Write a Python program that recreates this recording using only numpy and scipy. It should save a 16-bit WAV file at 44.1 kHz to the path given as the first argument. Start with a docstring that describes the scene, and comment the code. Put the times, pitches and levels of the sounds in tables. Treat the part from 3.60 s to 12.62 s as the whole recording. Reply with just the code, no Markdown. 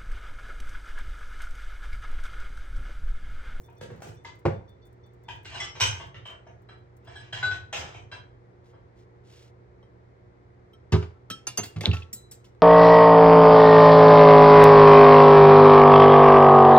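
"""A small kitchen. Across the room a cupboard is bumped and shut; plates, a bowl and cutlery are
shifted about, with faint ticks and tinkles. A sleeve swishes. Then, close to two microphone ports,
a hand moves knives in a steel sink: blades clink and the basin booms. Blows are a burst of contact
noise plus decaying modes; scrapes are stick-slip noise. A mains hum and a soft hush fill the room."""
import sys
import numpy as np
from scipy import signal
from scipy.fft import rfft, irfft, next_fast_len
from scipy.io import wavfile

SR = 44100
rng = np.random.default_rng(int(sys.argv[2]) if len(sys.argv) > 2 else 0)


def digitize_waveform(pressure):
    """Quantize a signal to 16-bit integers and store it at the path in sys.argv[1].

    Rows of a 2-D input are taken as channels; values are limited to [-1, 1].
    """
    field = np.atleast_2d(pressure).T
    bounded = np.clip(field, -1, 1)
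    quanta = np.round(bounded * 32767).astype(np.int16)
    wavfile.write(sys.argv[1], SR, quanta)


N = 397782
SIZE = 32768  # samples per event
T = np.arange(SIZE) / SR
FREQ = np.maximum(np.fft.rfftfreq(SIZE, 1 / SR), 1)
OVERTONE_COUNT, OVERTONE_LOW_HZ, OVERTONE_HIGH_HZ = 110, 600, 15500
HARDNESS_KNEE_HZ = 1480  # contact hardness tilts the clatter above this
THUD_BELOW_HZ = 276  # support thuds below, object clatters above
THUD_RISE_S, THUD_T60_S, THUD_DB_PER_DB, USUAL_BLOW_DB = 0.0075, 0.13, 0.62, -35

# Room hush: freq_hz, gain_db
HUSH_SPECTRUM = [(30, -9.5), (55, 3), (90, 3.5), (150, -6.5), (230, -11), (400, -5), (600, -10.5),
                 (1000, -16), (1600, -22), (2100, -22), (2700, -35), (4200, -38), (6500, -45), (9000, -51),
                 (15000, -60)]
# Mains hum: pitch_hz, level_db
HUM_PARTIALS = [(119.6, -56), (182, -70), (360.5, -64), (401, -73.5), (474, -67.5)]
# Room decay: freq_hz, t60_s
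ROOM_DECAY = [(100, 0.54), (400, 0.38), (1200, 0.42), (3000, 0.27), (7000, 0.33), (15000, 0.14)]
# Likeness of the ports in diffuse sound: freq_hz, correlation
PORT_COHERENCE = [(150, 0.92), (330, 0.71), (600, -0.18), (1200, -0.6), (2000, 0.049), (5000, 0.071),
                  (7500, 0.35), (10000, 1), (14000, 0.97)]
# Device body between the ports: freq_hz, left_lead_rad, left_minus_right_db
PORT_SHADING = [(100, 0.24, -2.5), (447, 0.99, -1.5), (905, 0.05, 3.5), (1573, 0.92, 2), (2240, 1.2, -1),
                (3550, 1.7, -0.5), (6530, 1.86, -3.5), (8040, 2.1, 3), (9300, 3.1, 0.5), (11500, 3.2, 1),
                (14290, 4.1, -1)]

# Contact noise by material: freq_hz, gain_db
WOOD_SPECTRUM = [(40, -21), (100, 2), (170, -10.5), (260, -13), (420, -3.5), (520, -2.5), (630, -11),
                 (780, -6.5), (1000, -15.5), (2000, -19.5), (4000, -29), (8000, -36), (15000, -46)]
DISH_SPECTRUM = [(40, -15), (100, 1), (220, -27.5), (400, -5.5), (750, 3), (1500, -2), (3000, -2),
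                 (4300, -11), (6200, -14), (8000, -23), (10000, -50), (13500, -32.5), (15500, -53.5)]
STEEL_SPECTRUM = [(40, -13.5), (120, 13), (400, 1.5), (700, -1.5), (1500, -3), (3000, -3), (5500, -7),
                  (8000, -14.5), (11000, -18.5), (15000, -22.5)]

# Modes of each object: pitch_hz, gain_db, t60_s
TINKLE_MODES = [(3540, -4, .14), (4500, -12, .12), (5750, -2, .07)]
CUPBOARD_MODES = [(113, -4, .28), (151, -3, .24), (221, -11, .22), (350, -5, .15), (415, 0, .14),
                  (479, -7, .18), (1168, -14, .12)]
MUG_MODES = [(927, 0, 0.11), (1685, 2, 0.11), (2050, 4, 0.17), (3250, -7, 0.09)]
CUP_MODES = [(915, 0, .13), (960, -8, .2), (1642, -6, .1), (2460, -7, .22)]
FORK_MODES = [(824, -8, .25), (1560, -6, .2), (2110, -6, .2), (2850, -2, .2), (3980, -2, .16),
              (4075, -3, .14), (4479, -11, .2), (4900, -10, .2), (7850, -10, .2)]
SPOON_MODES = [(2013, 1, .18), (2110, -3, .15), (3042, -2, .27), (3375, -9, .25), (5480, -6, .3),
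               (6385, -12, .24), (7192, -18, .2), (7827, -16, .17)]
TEASPOON_MODES = [(2789, -5, .23), (3050, -3, .24), (3112, 0, .22), (5593, -24, .25), (7811, -20, .18)]
CUTLERY_MODES = [(1529, -11, .25), (2191, -6, .2), (2443, -5, .22), (2510, -5, .2), (2785, -6, .22),
                 (2981, -4, .25), (3052, -2, .26), (3206, -4, .24), (3849, -7, .22), (5216, -9, .2),
                 (5593, -6, .22), (6040, -6, .23), (6340, -5, .23), (7130, -11, .22), (7843, -13, .2),
                 (12810, -23, .3), (14430, -26, .2)]
PLATE_MODES = [(1530, -3, .2), (1600, -3, .12), (1680, -1, .14), (3210, -5, .22), (3420, -10, .13),
               (3990, -6, .2), (4960, -13, .22), (5520, -16, .2), (7830, -22, .15)]
BOWL_MODES = [(813, -20, .5), (1496, 0, .9), (1545, -11, .15), (2073, -14, .18), (3440, -21, .45),
              (3940, -13, .6), (4474, -22, .45), (4931, -25, .4), (7397, -29, .3)]
BASIN_MODES = [(84, -19, .35), (105, -6, .26), (159, 0, .22), (210, -12, .15), (297, -17, .18),
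               (370, -12, .25), (416, -19, .3), (510, -25, .2)]
HANDLE_MODES = [(2930, -14, 0.042), (2970, 12, 0.046), (4230, -5, 0.044)]
KNIFE_MODES = [(1319, -3, .2), (3172, 1, .2), (3090, -3, .08), (3920, -7, .14), (5453, -14, .24),
               (5720, -7, .08), (8199, -16, .16), (14100, -10, .053)]
BLADE_MODES = [(1360, -7.5, 0.073), (2730, -6.5, 0.11), (2800, -9, 0.3), (4770, -3, 0.068),
               (5660, 7.5, 0.018), (6320, 4.5, 0.11), (6390, 5, 0.063), (9150, -2, .12), (11900, -2, 0.086),
               (12900, -2, 0.04)]
TIP_MODES = [(1940, -6.5, 0.22), (3980, -8, 0.74), (5420, 11, 0.064), (6860, -4, 0.15), (7420, 10.5, 0.21),
             (8000, 11, 0.19), (11220, 16.5, 0.092), (13310, 14, 0.12)]
SINK_MODES = [(857, -8.5, 0.67), (1116, -11.5, 0.61), (1336, 8, 0.51), (2647, 19, 0.061), (3000, 0.5, 0.22),
              (3860, 8.5, 0.12), (4720, 2, 0.15)]

# Friction strokes: start_s, length_s, level_db
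SLEEVE_STROKES = [(5.03, .11, -63.5), (5.35, .11, -64), (5.63, 0.29, -52.5)]  # arm reaches in
SHELF_STROKES = [(.24, 0.35, -53.5), (3.76, 0.26, -51), (4.15, .17, -41.5)]  # heavy dishes on wood
DISH_STROKES = [(1.87, 0.15, -43.5), (3.41, 0.29, -57), (3.735, 0.089, -41.5), (4.135, 0.21, -47)]  # dishes and cutlery slide over each other
KNIFE_STROKES = [(8.158, 0.035, -51), (8.21, 0.089, -37.5), (8.34, .11, -47)]  # knife skids on the sink floor

# Blows: start_s, level_db, hardness_db_per_oct, ring_offset_db
CUPBOARD_HITS = [(0.2092, -32.5, 2, -22), (0.3004, -36.5, -3, -8), (0.4201, -38.5, 4.5, -25),
                 (0.4688, -42, 6, 3.5)]  # things knock about inside
DOOR_HITS = [(.8522, -19, -5, -1), (.8595, -22.5, -18, 1), (.9581, -49, -24, 6)]  # shuts, rebounds
MUG_HITS = [(0.647, -36, 2, -2)]  # clacks against a dish
CUP_HITS = [(0.0817, -47, -12, -2), (1.683, -33, 1, 3)]  # set down
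FORK_HITS = [(1.846, -34.5, 4, -3), (1.942, -31.5, 0.5, -2)]  # nudged
SPOON_HITS = [(2.0005, -32, -0.5, 6)]  # knocks against dishes
TEASPOON_HITS = [(2.652, -41.5, -1.5, 3), (2.692, -41, -9.5, -17)]  # pings, settles
CUTLERY_HITS = [(2.151, -30, -2.5, -16.5), (2.198, -21.5, 5.5, -8), (2.2055, -15.5, 3.5, 0),
                (2.32, -33, -0.5, -30), (2.3982, -32.5, -2, -24), (2.5419, -37.5, -7, -23),
                (2.8641, -42, -15, -21), (4.1265, -23.5, 2, -7.5), (4.1595, -26, 6, -21),
                (4.3426, -38, -3.5, -10)]  # drops, settles
PLATE_HITS = [(3.0869, -43, -9, -5), (3.471, -36.5, -17.5, -8.5), (3.5544, -42.5, -22, 6.5),
              (3.725, -29.5, 2.5, 1), (3.909, -29.5, -1, -3.5), (4.5145, -31, -4, -4.5),
              (5.132, -50.5, -17.5, -15)]  # plates touch
BOWL_HITS = [(3.8235, -32.5, -8, -12), (3.828, -30, 3, 8.5)]
KNIFE_HITS = [(6.2275, -54.5, -19, -11), (7.1322, -59.5, -6, 2), (7.7005, -29.5, 3, -3),
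              (7.7065, -39.5, -6.5, 12.5), (8.2075, -26.5, 0, -28)]  # knocked on the flat
BLADE_HITS = [(7.8694, -28.5, 3, 6.5), (7.9738, -33, 3.5, 15.5)]  # blade on blade
TIP_HITS = [(8.5289, -30.5, 14, 0.5), (8.7122, -43.5, 10, 1)]  # knife tip flicked
SINK_HITS = [(7.3205, -25, -1.5, -12), (7.3265, -24.5, -9, -17.5), (7.3388, -22.5, -10, -37),
             (7.4219, -42.5, -5, -11.5), (7.9825, -28.5, -5.5, -32), (8.0314, -30.5, 5, -32),
             (8.0565, -40.5, 11, -11), (8.1604, -39, -9.5, -9), (8.236, -33, -18.5, -11),
             (8.2616, -26, -19.5, -15), (8.3315, -32, -0.5, -0.5), (8.8423, -53, 4, -15)]  # knives on the sink floor

# Pushes on the sink floor: start_s, level_db, hardness_db_per_oct
FLOOR_PUSHES = [(7.322, -8, -0.5), (7.98, -27.5, 2.5), (8.158, -22.5, 0), (8.275, -12, -12)]
# Dead taps of a knife handle: start_s, level_db, pitch_hz, decay_s
DEAD_TAPS = [(8.2496, -35, 3700, 0.0004), (8.257, -7.5, 3640, 0.0003), (8.314, -25.5, 2750, 0.0011),
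             (8.3677, -37.5, 2680, 0.0013), (8.4201, -43.5, 2600, 0.003)]


def undb(db):
    """Decibels to gain."""
    return 10 ** (np.asarray(db) / 20)


def along(points, hz, column=1):
    """Table column interpolated over log frequency."""
    table = np.array(points, float)
    return np.interp(np.log(np.maximum(hz, 1)), np.log(table[:, 0]), table[:, column])


def fade(t60_s):
    """Exponential decay, 60 dB in t60_s."""
    return np.exp(-np.log(1000) * T / t60_s)


def rise(rise_s):
    """Exponential attack."""
    return 1 - np.exp(-T / rise_s)


def wander(count):
    """Random line through count points over one event."""
    return np.interp(T, np.linspace(0, T[-1], count), rng.standard_normal(count))


def add(track, start_s, sound):
    """Mix a sound into a track."""
    start = int(start_s * SR)
    track[start:start + len(sound)] += sound[:N - start]


def causal(gain):
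    """Minimum-phase spectrum shaped like gain, mean power 1: nothing precedes the blow."""
    gain = gain / np.sqrt(np.mean(gain ** 2))
    cepstrum = irfft(np.log(gain + 1e-9))
    cepstrum[1:SIZE // 2] *= 2
    cepstrum[SIZE // 2 + 1:] = 0
    return np.exp(rfft(cepstrum))


def diffuse(size):
    """Spectra of noise reaching both ports from all sides, and their frequencies."""
    hz = np.fft.rfftfreq(size, 1 / SR)
    alike = along(PORT_COHERENCE, hz)
    mid, side = rfft(rng.standard_normal((2, size))) * np.sqrt([(1 + alike) / 2, (1 - alike) / 2])
    return np.array([mid + side, mid - side]), hz


def in_room(source, direct_db, echo_db):
    """Direct sound plus wall echo; each octave dies at its own rate."""
    noise, hz = diffuse(SIZE)
    centres_hz = np.geomspace(60, 15360, 9)
    response = 0
    for centre_hz, pick in zip(centres_hz, np.eye(len(centres_hz))):
        octave = irfft(noise * np.interp(hz, centres_hz, pick))
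        decay = fade(along(ROOM_DECAY, centre_hz)) * rise(0.0093)
        response = response + octave * decay / np.linalg.norm(decay)
    echo = signal.fftconvolve(source[None], response, axes=1)[:, :N]
    return undb(direct_db) * source + undb(echo_db) * echo


def ring(modes, hardness_db_per_oct=0, scatter_db=2, flutter=0, rough=0):
    """Decaying modes, reweighted per blow. Loose pieces flutter; chatter on neighbours roughens them."""
    hz, db, t60_s = np.transpose(modes)
    tilt_db = hardness_db_per_oct * np.log2(hz / hz[0])
    gains = undb(db + tilt_db + scatter_db * rng.standard_normal(len(hz)))
    gains *= rng.choice([-1, 1], len(hz)) * np.sqrt(2) / np.linalg.norm(gains)
    out = 0
    for pitch_hz, gain, mode_t60_s in zip(hz, gains, t60_s):
        tremble = 1 + flutter * wander(40) + rough * wander(220)
        out = out + gain * tremble * np.sin(2 * np.pi * pitch_hz * T) * fade(mode_t60_s)
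    return out


def overtones(t60_s):
    """Spectrum of the many weak, irregular overtones of a dish or blade."""
    slots = (np.arange(OVERTONE_COUNT) + rng.random(OVERTONE_COUNT)) / OVERTONE_COUNT
    hz = np.interp(slots, [0, 1], np.sqrt([OVERTONE_LOW_HZ, OVERTONE_HIGH_HZ])) ** 2
    spikes = np.zeros(len(FREQ))
    spikes[(hz * SIZE / SR).astype(int)] = rng.choice([-1, 1], OVERTONE_COUNT) * hz ** 0.25
    response = rfft(irfft(spikes) * fade(t60_s))
    return response / np.sqrt(np.mean(abs(response[FREQ < OVERTONE_HIGH_HZ]) ** 2))


def contact(gain, t60_s, rise_s, grain=0.43):
    """Spectrum of a dying rattle of tiny contacts, coloured by gain."""
    chatter = np.repeat(np.exp(grain * rng.standard_normal(SIZE // 64) - grain ** 2), 64)
    force = chatter * fade(t60_s) * rise(rise_s)
    return rfft(rng.standard_normal(SIZE) * force) * causal(gain)


def struck(hits, modes, spectrum, thud_db, rattle_s, rise_s, metal,
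           metal_t60_s=0.12, flutter=0.5, rough=0):
    """Blows on one object as [clatter + thud, ringing]; metal is the clatter's share in overtones."""
    noise, tone = np.zeros((2, N))
    share = metal / (1 + (OVERTONE_LOW_HZ / FREQ) ** 10)
    colour = undb(along(spectrum, FREQ))
    low = colour / np.sqrt(1 + (FREQ / THUD_BELOW_HZ) ** 10)
    high = colour / np.sqrt(1 + (THUD_BELOW_HZ / FREQ) ** 10)
    octaves = np.log2(np.hypot(1, FREQ / HARDNESS_KNEE_HZ))
    for start_s, db, hardness_db_per_oct, ring_offset_db in hits:
        body = np.sqrt(1 - share) + np.sqrt(share) * overtones(metal_t60_s)
        clatter = undb(db) * contact(high * undb(hardness_db_per_oct * octaves), rattle_s, rise_s) * body
        thud_gain = undb(thud_db + THUD_DB_PER_DB * (db - USUAL_BLOW_DB))
        thud = thud_gain * contact(low, THUD_T60_S, THUD_RISE_S)
        ringing = ring(modes, flutter=flutter, rough=rough) * rise(rise_s)
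        add(noise, start_s, irfft(clatter + thud))
        add(tone, start_s, undb(db + ring_offset_db) * ringing)
    return np.array([noise, tone])


def friction(strokes, grain):
    """Noise that swells and dies with each stroke; grain makes it catch and slip."""
    out = np.zeros(N)
    for start_s, length_s, db in strokes:
        swell = np.sin(np.pi * np.minimum(T / length_s, 1))
        grip = np.exp(grain * wander(220) - grain ** 2)
        add(out, start_s, undb(db) * swell * grip * rng.standard_normal(SIZE))
    return out


def scraped(strokes, spectrum, metal_t60_s):
    """Stick-slip keeps the overtones of a dish or blade ringing."""
    body = irfft(causal(undb(along(spectrum, FREQ))) * overtones(metal_t60_s))
    return signal.fftconvolve(friction(strokes, grain=1.0), body)[:N]


def room_tone(hush_db=-55.5, hum_trim_db=-1, waver=0.15):
    """An appliance's wavering mains hum over a soft hush."""
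    noise, hz = diffuse(N)
    hush = irfft(noise * undb(along(HUSH_SPECTRUM, hz)), N)
    t = np.arange(N) / SR
    knots_s = np.linspace(0, N / SR, 40)
    hum = 0
    for pitch_hz, db in HUM_PARTIALS:
        drift = rng.standard_normal(len(knots_s)) + 1j * rng.standard_normal(len(knots_s))
        sway = 1 + waver * np.interp(t, knots_s, drift)
        partial = np.exp(2j * np.pi * (pitch_hz * t + rng.random()))
        hum = hum + np.sqrt(2) * undb(db) * np.real(sway * partial)
    return undb(hush_db) * hush / hush.std() + undb(hum_trim_db) * hum


def small_ticks(count=55, span_s=3.7, loudest_db=-52.5, spread_db=4, low_hz=8000):
    """A sizzle of faint bright ticks, dense at first, then thinning."""
    out = np.zeros(N)
    for when, size in rng.random((count, 2)):
        tick = rng.standard_normal(SIZE) * fade(0.051) * rise(0.0034)
        add(out, span_s * when ** 2, undb(loudest_db + spread_db * np.log(size)) * tick)
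    highpass = signal.butter(2, low_hz, "high", fs=SR, output="sos")
    return in_room(signal.sosfilt(highpass, out), direct_db=0, echo_db=-16.5)


def tinkling(count=16, span_s=2.4, level_db=-63):
    """A loose piece trembles and tinkles at odd moments."""
    out = np.zeros(N)
    for slot, jitter in enumerate(rng.random(count)):
        note = ring(TINKLE_MODES, scatter_db=3, flutter=0.39, rough=0.35) * rise(0.0064)
        add(out, span_s * (slot + jitter) / count, undb(level_db) * note)
    return in_room(out, direct_db=0, echo_db=-3)


def sleeve(band_hz=(2000, 5200)):
    """Cloth brushes cloth: a smooth, soft hiss."""
    bandpass = signal.butter(1, band_hz, "band", fs=SR, output="sos")
    return signal.sosfilt(bandpass, friction(SLEEVE_STROKES, grain=0.248))


def shelf():
    """Dragged dishes judder; the shelf rumbles under them."""
    board = irfft(causal(undb(along(WOOD_SPECTRUM, FREQ))))
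    rumble = signal.fftconvolve(friction(SHELF_STROKES, grain=0.68), board)[:N]
    return in_room(rumble, direct_db=-4, echo_db=-8)


def door():
    """A cupboard door shuts with a compact wooden thud."""
    noise, tone = struck(DOOR_HITS, CUPBOARD_MODES, WOOD_SPECTRUM,
                         thud_db=-27.5, rattle_s=0.16, rise_s=0.00088, metal=0)
    return in_room(noise, direct_db=-1.5, echo_db=-8.5) + tone


def far_dishes():
    """Cupboard, cutlery and crockery knock across the room; the clatter arrives mostly as echo."""
    noise, tone = (
        struck(CUPBOARD_HITS, CUPBOARD_MODES, WOOD_SPECTRUM,
               thud_db=-39, rattle_s=0.042, rise_s=0.0012, metal=0.022)
        + struck(MUG_HITS, MUG_MODES, DISH_SPECTRUM,
                 thud_db=-47, rattle_s=0.04, rise_s=0.0018, metal=0.12, rough=1.0)
        + struck(CUP_HITS, CUP_MODES, DISH_SPECTRUM,
                 thud_db=-42.5, rattle_s=0.049, rise_s=0.005, metal=0.1, rough=0.33)
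        + struck(FORK_HITS, FORK_MODES, DISH_SPECTRUM,
                 thud_db=-40.5, rattle_s=0.066, rise_s=0.011, metal=0.4, rough=1.0)
        + struck(SPOON_HITS, SPOON_MODES, DISH_SPECTRUM,
                 thud_db=-45.5, rattle_s=0.099, rise_s=0.0019, metal=0.7, rough=0.35)
        + struck(TEASPOON_HITS, TEASPOON_MODES, DISH_SPECTRUM,
                 thud_db=-43, rattle_s=0.09, rise_s=0.006, metal=0.17, rough=1.0)
        + struck(CUTLERY_HITS, CUTLERY_MODES, DISH_SPECTRUM,
                 thud_db=-42, rattle_s=0.053, rise_s=0.0048, metal=0.35, rough=0.94)
        + struck(PLATE_HITS, PLATE_MODES, DISH_SPECTRUM,
                 thud_db=-42, rattle_s=0.061, rise_s=0.005, metal=0.22, rough=0.71))
    noise += scraped(DISH_STROKES, DISH_SPECTRUM, metal_t60_s=0.09)
    return in_room(noise, direct_db=-0.5, echo_db=5) + in_room(tone, direct_db=-4.5, echo_db=-6.5)


def bowl(damping_s=0.17):
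    """A struck china bowl holds its note, then is damped as it comes to rest."""
    noise, tone = struck(BOWL_HITS, BOWL_MODES, DISH_SPECTRUM,
                         thud_db=-35.5, rattle_s=0.071, rise_s=0.0023, metal=0.52, flutter=0.3, rough=0.095)
    age_s = np.maximum(np.arange(N) / SR - BOWL_HITS[-1][0], 0)
    tone *= np.exp(-(age_s / damping_s) ** 3)
    return in_room(noise, direct_db=-2, echo_db=3) + in_room(tone, direct_db=-1, echo_db=-7.5)


def basin(swell_s=0.012):
    """The thin sink floor swings up, then booms; a soft push wakes only its lowest modes."""
    out = np.zeros(N)
    for start_s, db, hardness_db_per_oct in FLOOR_PUSHES:
        boom = ring(BASIN_MODES, hardness_db_per_oct, scatter_db=5.5) * rise(swell_s)
        add(out, start_s, undb(db) * boom)
    return out


def handle(buzz_db=-25, ring_db=-34, tail_db_per_db=0.46, buzz_hz=3000, half_width_oct=0.51):
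    """A gripped handle taps steel: a quickly damped click, then the knife buzzes and rings briefly."""
    out = np.zeros(N)
    band = 1 / (1 + (np.log2(FREQ / buzz_hz) / half_width_oct) ** 4)
    for start_s, db, pitch_hz, decay_s in DEAD_TAPS:
        age = T / decay_s
        click = age * np.exp(1 - age) * np.sin(2 * np.pi * pitch_hz * T)
        buzz = irfft(contact(band, t60_s=0.055, rise_s=decay_s))
        tail = undb(buzz_db) * buzz + undb(ring_db) * ring(HANDLE_MODES)
        add(out, start_s, undb(db) * click + undb(tail_db_per_db * db) * tail)
    return in_room(out, direct_db=2.5, echo_db=-13.5)


def knives():
    """Knives hit each other and skid in the sink, just under the microphone."""
    noise, tone = (
        struck(KNIFE_HITS, KNIFE_MODES, STEEL_SPECTRUM,
               thud_db=-40, rattle_s=0.056, rise_s=0.00059, metal=1.0, metal_t60_s=0.011)
        + struck(BLADE_HITS, BLADE_MODES, STEEL_SPECTRUM,
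                 thud_db=-43, rattle_s=0.055, rise_s=0.00043, metal=0.69, metal_t60_s=0.14)
        + struck(TIP_HITS, TIP_MODES, STEEL_SPECTRUM,
                 thud_db=-45, rattle_s=0.12, rise_s=0.00074, metal=0.97, metal_t60_s=0.061)
        + struck(SINK_HITS, SINK_MODES, STEEL_SPECTRUM,
                 thud_db=-43.5, rattle_s=0.09, rise_s=0.0012, metal=0.6, metal_t60_s=0.075))
    noise += scraped(KNIFE_STROKES, STEEL_SPECTRUM, metal_t60_s=0.033)
    return in_room(noise, direct_db=1, echo_db=-8) + tone


def scene():
    """Far cupboard and dishes, near sink, room tone."""
    far = door() + shelf() + far_dishes() + bowl() + small_ticks() + tinkling()
    near = sleeve() + knives() + handle() + basin()
    return far + near + room_tone()


def record(dry, low_cut_hz=52, high_cut_hz=15900):
    """Treble reaches the left port first; the body shades each port; rumble and top are cut."""
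    size = next_fast_len(N + SIZE)
    hz = np.fft.rfftfreq(size, 1 / SR)
    split = np.array([[0.5], [-0.5]])
    shade = undb(split * along(PORT_SHADING, hz, column=2))
    lead_rad = split * along(PORT_SHADING, hz, column=1)
    heard = irfft(rfft(dry, size) * shade * np.exp(1j * lead_rad), size)[:, :N]
    highpass = signal.butter(2, low_cut_hz, "high", fs=SR, output="sos")
    lowpass = signal.ellip(8, 0.2, 70, high_cut_hz, fs=SR, output="sos")
    return signal.sosfilt(lowpass, signal.sosfilt(highpass, heard))


dry = scene()
out = record(dry)
digitize_waveform(out)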